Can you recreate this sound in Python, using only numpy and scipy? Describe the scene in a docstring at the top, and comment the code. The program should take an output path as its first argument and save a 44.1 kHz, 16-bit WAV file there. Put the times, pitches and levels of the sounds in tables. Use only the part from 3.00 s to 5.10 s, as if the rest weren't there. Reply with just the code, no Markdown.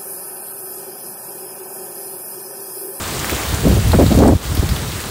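"""Heavy rain falls on a lawn and trees in a storm: a wide wash, a patter of drops and a few close ticks.
The wash is shaped noise, the patter is many tiny fading tones, and each tick is a snap, a ring and a splash.
Gusts blow across a small microphone: slow eddies rumble, fast ones buffet, and a limiter holds the peaks.
Behind them, low shaped noise makes the roar of wind in the trees."""
import sys
import numpy as np
from scipy import signal
from scipy.fft import rfft, irfft
from scipy.io import wavfile
from scipy.ndimage import uniform_filter1d, minimum_filter1d, map_coordinates

SR = 44100
rng = np.random.default_rng(int(sys.argv[2]) if len(sys.argv) > 2 else 0)


def transcribe(signal):
    """Save signal, clipped to [-1, 1], as a 16-bit WAV file at the path in sys.argv[1]."""
    frames = np.atleast_2d(signal).T
    limited = np.clip(frames, -1, 1)
    pcm = np.round(limited * 32767).astype(np.int16)
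    wavfile.write(sys.argv[1], SR, pcm)


N = 92610  # samples, 2.1 seconds

# The tone of the rain, shared by wash and patter. Each row: frequency in Hz, relative level in dB per Hz.
RAIN_TONE = [(40, -20), (120, 3), (300, 1.5), (600, 3), (1200, 2.5), (2500, -2.5), (3900, -2), (5500, -5),
             (8500, -4), (10500, -9.5), (13000, -10.5), (15500, -6.5)]

PUFF_FALL_S = 0.0057  # seconds for a puff to fade to 37 %


def gain_of(db):
    """Turns decibels into a plain multiplier."""
    return 10 ** (np.asarray(db) / 20)


def evened(x):
    """Scales a signal to an average (RMS) size of one."""
    return x / np.sqrt(np.mean(x ** 2) + 1e-20)


def level_at(points, hz):
    """Reads a spectrum table at any frequency, in straight lines along a logarithmic pitch scale."""
    table_hz, level_db = np.transpose(points)
    return np.interp(np.log(hz + 1), np.log(table_hz + 1), level_db)


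def curve(table, column):
    """Joins the rows of a table, timed in seconds, into one value per sample."""
    rows = np.array(table)
    return np.interp(np.arange(N) / SR, rows[:, 0], rows[:, column])


def add(mix, start, sound):
    """Adds a sound into the mix from its start in seconds, cut off at the end of the mix."""
    part = mix[round(start * SR):][:len(sound)]
    part += sound[:len(part)]


def coloured(points, size):
    """Noise with the given spectrum: each frequency of white noise is scaled by the table."""
    hz = np.fft.rfftfreq(size, 1 / SR)
    spectrum = rfft(rng.standard_normal(size)) * gain_of(level_at(points, hz))
    return evened(irfft(spectrum, size))


def smooth_chance(seconds):
    """A random wobble of unit size: noise averaged twice over the given time."""
    width = max(round(seconds * SR), 1)
    once = uniform_filter1d(rng.standard_normal(N), width)
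    return evened(uniform_filter1d(once, width))


def steadied(x, seconds):
    """Divides out most of the chance swings of loudness that last longer than the given time."""
    power = uniform_filter1d(x ** 2, max(round(seconds * SR), 1))
    return evened(x / np.sqrt(power + 0.3))  # the 0.3 keeps quiet moments from being raised too far


def wash():
    """Distant rain and leaves: shaped noise with drifting patches of pitch and a flicker at all pitches."""
    wash_db, patch_db, flicker_db = 2.5, 0.99, 0.22  # level before the rain's own curve; sizes of the changes
    frames = N // 64 + 5  # one frame every 64 samples
    patches = rng.standard_normal((frames, 129)).T
    patches = uniform_filter1d(patches, size=6, axis=0)  # neighbouring pitches move together
    patches = evened(uniform_filter1d(patches, size=40, axis=1))  # and drift over time
    flicker = evened(uniform_filter1d(rng.standard_normal(frames), size=12))
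    spectra = signal.stft(coloured(RAIN_TONE, size=N), nperseg=256, noverlap=192)[2]
    change_db = (patch_db * patches + flicker_db * flicker)[:, :spectra.shape[1]]
    changed = signal.istft(spectra * gain_of(change_db), nperseg=256, noverlap=192)[1][:N]
    return gain_of(wash_db) * evened(changed)


def patter():
    """Many small drops, each a tone that fades within a few turns at one of 24 pitches; a few are large."""
    patter_db, drops_per_s, spread_db = -9, 790, 5  # level before the rain's own curve, rate, spread of sizes
    lowest_hz, highest_hz, turns = 1410, 16200, 1.2  # each tone fades to 37 % in this many turns
    size = gain_of(spread_db * np.minimum(rng.exponential(1, N), 4))
    size = size * (rng.random(N) < drops_per_s / SR)  # zero where no drop lands
    kind = rng.integers(0, 24, N)
    t = np.arange(600) / SR
    out = np.zeros(N)
    for k, hz in enumerate(np.geomspace(lowest_hz, highest_hz, num=24)):
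        grain = np.exp(-t * hz / turns) * np.sin(2 * np.pi * hz * t)
        grain *= hz * gain_of(level_at(RAIN_TONE, hz))  # high tones are short, so hz makes them stronger
        out += signal.oaconvolve(size * (kind == k), grain)[:N]
    return gain_of(patter_db) * evened(out)


def rain():
    """The wash and the patter get louder and softer together along one level curve."""
    # How loud the rain is heard; it dips for a moment near 1.4 s. Each row: time in seconds, level in dB.
    rain_level = [(0, -28), (.42, -26), (.63, -28), (1.17, -28), (1.22, -31.5), (1.3, -34), (1.41, -35.5),
                  (1.44, -30), (1.75, -30), (2.1, -30.5)]
    return (wash() + patter()) * gain_of(curve(rain_level, column=1))


def drops():
    """A wide snap, a short ring and a brief splash near the same pitch for each close drop."""
    # Close drops. Each row: start in seconds, level in dB, ring pitch in Hz, turns for the ring to fade
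    # to 37 %, splash level in dB relative to the drop.
    close_drops = [(.1937, -12, 7240, 1.4, -20), (0.1992, -10, 6800, 1.4, -20),
                   (0.2452, -4, 1800, 0.81, -22), (0.296, -8, 2200, 0.95, -13), (.303, -13, 8400, 1.3, -13),
                   (.3146, -11, 15000, 14, -17.5), (.364, -15.5, 3640, 1.5, -11),
                   (.4893, -15, 14000, 5, -14), (.5472, -11, 7000, 2, -19), (.6843, -16, 14000, 5, -13),
                   (.7794, -14.5, 11000, 2.5, -22), (.918, -11.5, 4100, 3.2, -10.5),
                   (1.0642, -15.5, 4160, 3, -11), (1.1444, -17, 7940, 2.5, -15),
                   (1.1893, -8, 7000, 0.7, -15.5), (1.28, -12, 8500, 3.2, -14),
                   (1.421, -26, 4500, 2.9, -12), (1.5511, -7.5, 14500, 1.3, -18),
                   (1.5694, -14.5, 5100, 0.99, -13), (1.6899, -20, 4600, 1.2, -4),
                   (1.7614, -17.5, 3030, 2, -6.5), (1.9191, -20, 3540, 1.8, -7),
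                   (2.0034, -13, 9200, 2.3, -17)]
    snap_level, snap_s = .9, .000025  # snap strength beside the ring; its time scale in seconds
    splash_s, splash_wide = 0.0093, 0.64  # fading time in seconds; share of bright hiss
    out = np.zeros(N)
    t = np.arange(2500) / SR
    age = t / snap_s
    snap = snap_level * (1 - age / 2) * age * np.exp(1 - age)  # a push, then a pull
    hisses = rng.standard_normal((len(close_drops), len(t)))
    for (start, db, hz, turns, splash_db), hiss in zip(close_drops, hisses):
        ring = np.exp(-t * hz / turns) * np.sin(2 * np.pi * hz * t)
        pitched = evened(np.convolve(hiss, ring)[:len(t)])
        bright = splash_wide * np.diff(hiss, prepend=0)
        splash = gain_of(splash_db) * (pitched + bright) * np.exp(-t / splash_s)
        add(out, start, gain_of(db) * (splash - ring - snap))
    return out


def puff(length, db, first, last, eddies):
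    """Eddies swept past the port hit at once; the faster the air, the higher they sound."""
    rise_s = 0.0022
    t = np.arange(0, length + 6 * PUFF_FALL_S, 1 / SR)
    speed = np.clip(np.interp(t, [0, length], [first, last]), .2, 2.9)
    place = np.cumsum(speed)  # how far along the eddies the air has moved
    shape = np.minimum(t / rise_s, 1) * np.exp(-np.maximum(t - length, 0) / PUFF_FALL_S)
    return gain_of(db) * shape * map_coordinates(eddies, [place], order=1)


def buffets():
    """Puffs of fast air strike the microphone, and a quick random wobble makes them lumpy."""
    # Puffs of fast air. Each row: start in seconds, length in seconds before the fade, level in dB,
    # eddy speed at the start and at the end as shares of the usual speed.
    puffs = [(0.3179, 0.0094, -17.5, 1.18, 1.6), (0.523, 0.021, -28.5, 0.63, 0.44),
             (0.631, .016, -25, 0.5, 1.3), (.652, 0.032, -10, 0.71, 0.94), (.69, 0.025, -11.5, 0.81, 1.02),
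             (0.723, 0.013, -14.5, 0.71, 0.77), (.76, 0.022, -15, 1.03, 1.02),
             (.85, 0.02, -16.5, 0.54, 0.42), (.929, 0.012, -11.5, 1.71, 2.39),
             (0.941, 0.025, -8.5, .9, 0.8), (.985, 0.035, -9, 0.99, 1.45), (1.024, 0.015, -8, 1.15, 1.01),
             (1.062, 0.016, -17.5, 0.84, 0.6), (1.105, 0.02, -12, 0.97, 0.97),
             (1.142, .016, -14, 1.2, 0.75), (1.172, .03, -7.5, .9, 1.1), (1.208, 0.0278, -4.5, 1.31, 1.05),
             (1.242, 0.037, -6, 1.23, 1.05), (1.283, 0.023, -8, 1.2, 1.05),
             (1.306, 0.029, -13.5, 1.05, 1.3), (1.522, 0.027, -27.5, 0.65, 0.82),
             (1.572, 0.0064, -19, 0.97, 0.78), (1.626, 0.018, -12, .8, 0.56), (1.712, 0.013, -32, 0.31, .6)]
    # Tone of the eddies at the usual speed. Each row: frequency in Hz, relative level in dB per Hz.
    buffet_tone = [(60, -78), (130, -11.5), (200, 4.5), (350, -1.5), (600, -10), (1000, -24.5), (1700, -36),
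                   (4000, -72)]
    lump_db, lump_s, even_s = 3.5, 0.0054, 0.0129  # wobble size; averaging times in seconds
    out = np.zeros(N)
    for start, length, db, first, last in puffs:
        eddies = steadied(coloured(buffet_tone, size=8192), even_s)
        add(out, start, puff(length, db, first, last, eddies))
    return out * gain_of(lump_db * smooth_chance(lump_s))


def rumble():
    """Slow eddies push on the microphone: low shaped noise that swells and sinks."""
    # Tone of the slow eddies. Each row: frequency in Hz, relative level in dB per Hz.
    rumble_tone = [(15, -66), (35, -21.5), (60, -5), (100, -9.5), (160, -15), (300, -35.5), (800, -59)]
    # Swells of the slow eddies. Each row: time in seconds, level in dB.
    swell = [(0.0, -32), (0.15, -32.5), (0.2, -27.5), (0.29, -36), (0.34, -19.5), (0.38, -35.5),
             (0.54, -19), (0.57, -26.5), (0.63, -20.5), (0.67, -12.5), (0.81, -13), (0.82, -22.5),
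             (0.89, -8), (0.92, -17), (0.95, -10), (0.98, -13.5), (1.02, -7.5), (1.05, -15), (1.08, -10),
             (1.11, -19), (1.18, -6.5), (1.2, -11.5), (1.25, -7.5), (1.29, -11.5), (1.36, -12),
             (1.39, -38.5), (1.52, -17), (1.57, -25.5), (1.6, -8.5), (1.62, -36), (1.64, -20), (1.67, -21),
             (1.72, -13.5), (1.78, -28), (1.8, -23.5), (1.89, -24.5), (1.91, -29), (1.96, -25.5),
             (2.02, -36), (2.1, -30)]
    return steadied(coloured(rumble_tone, size=N), 0.0368) * gain_of(curve(swell, column=1))


def roar():
    """The low roar of wind in the trees: shaped noise that follows a level curve."""
    # Tone of the roar. Each row: frequency in Hz, relative level in dB per Hz.
    roar_tone = [(50, -38), (110, -4.5), (200, 5.5), (400, 4.5), (800, -13), (2000, -38)]
    # How loud the roar is heard. Each row: time in seconds, level in dB.
    roar_level = [(0, -33), (.3, -32), (.6, -33.5), (1.3, -29), (1.45, -41), (1.8, -34), (2.1, -36)]
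    return coloured(roar_tone, size=N) * gain_of(curve(roar_level, column=1))


def limited(x, ceiling, seconds):
    """Turns the gain down smoothly around every peak above the ceiling."""
    width = max(round(seconds * SR), 1)
    needed = ceiling / np.maximum(abs(x), ceiling)
    lowest = minimum_filter1d(needed, width)
    return x * uniform_filter1d(lowest, width)


def scene():
    """Rain, close drops, gusts and the roar behind them, added into one channel."""
    return (rain() + drops() + buffets() + rumble() + roar())[None]


def record(dry):
    """A limiter on the low band holds the gust peaks, a quicker one guards the whole; then the band limit."""
    split_hz, edge_hz = 1200, 15780  # top of the low band; top of the whole sound
    low = signal.sosfiltfilt(signal.butter(2, split_hz, fs=SR, output="sos"), dry)
    high = dry - low
    held = limited(high + limited(low, ceiling=.8, seconds=.006), ceiling=.88, seconds=.001)
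    band_limit = signal.firwin(1023, edge_hz, window=("kaiser", 9), fs=SR)
    return signal.oaconvolve(held, band_limit[None], "same")


dry = scene()
out = record(dry)
transcribe(out)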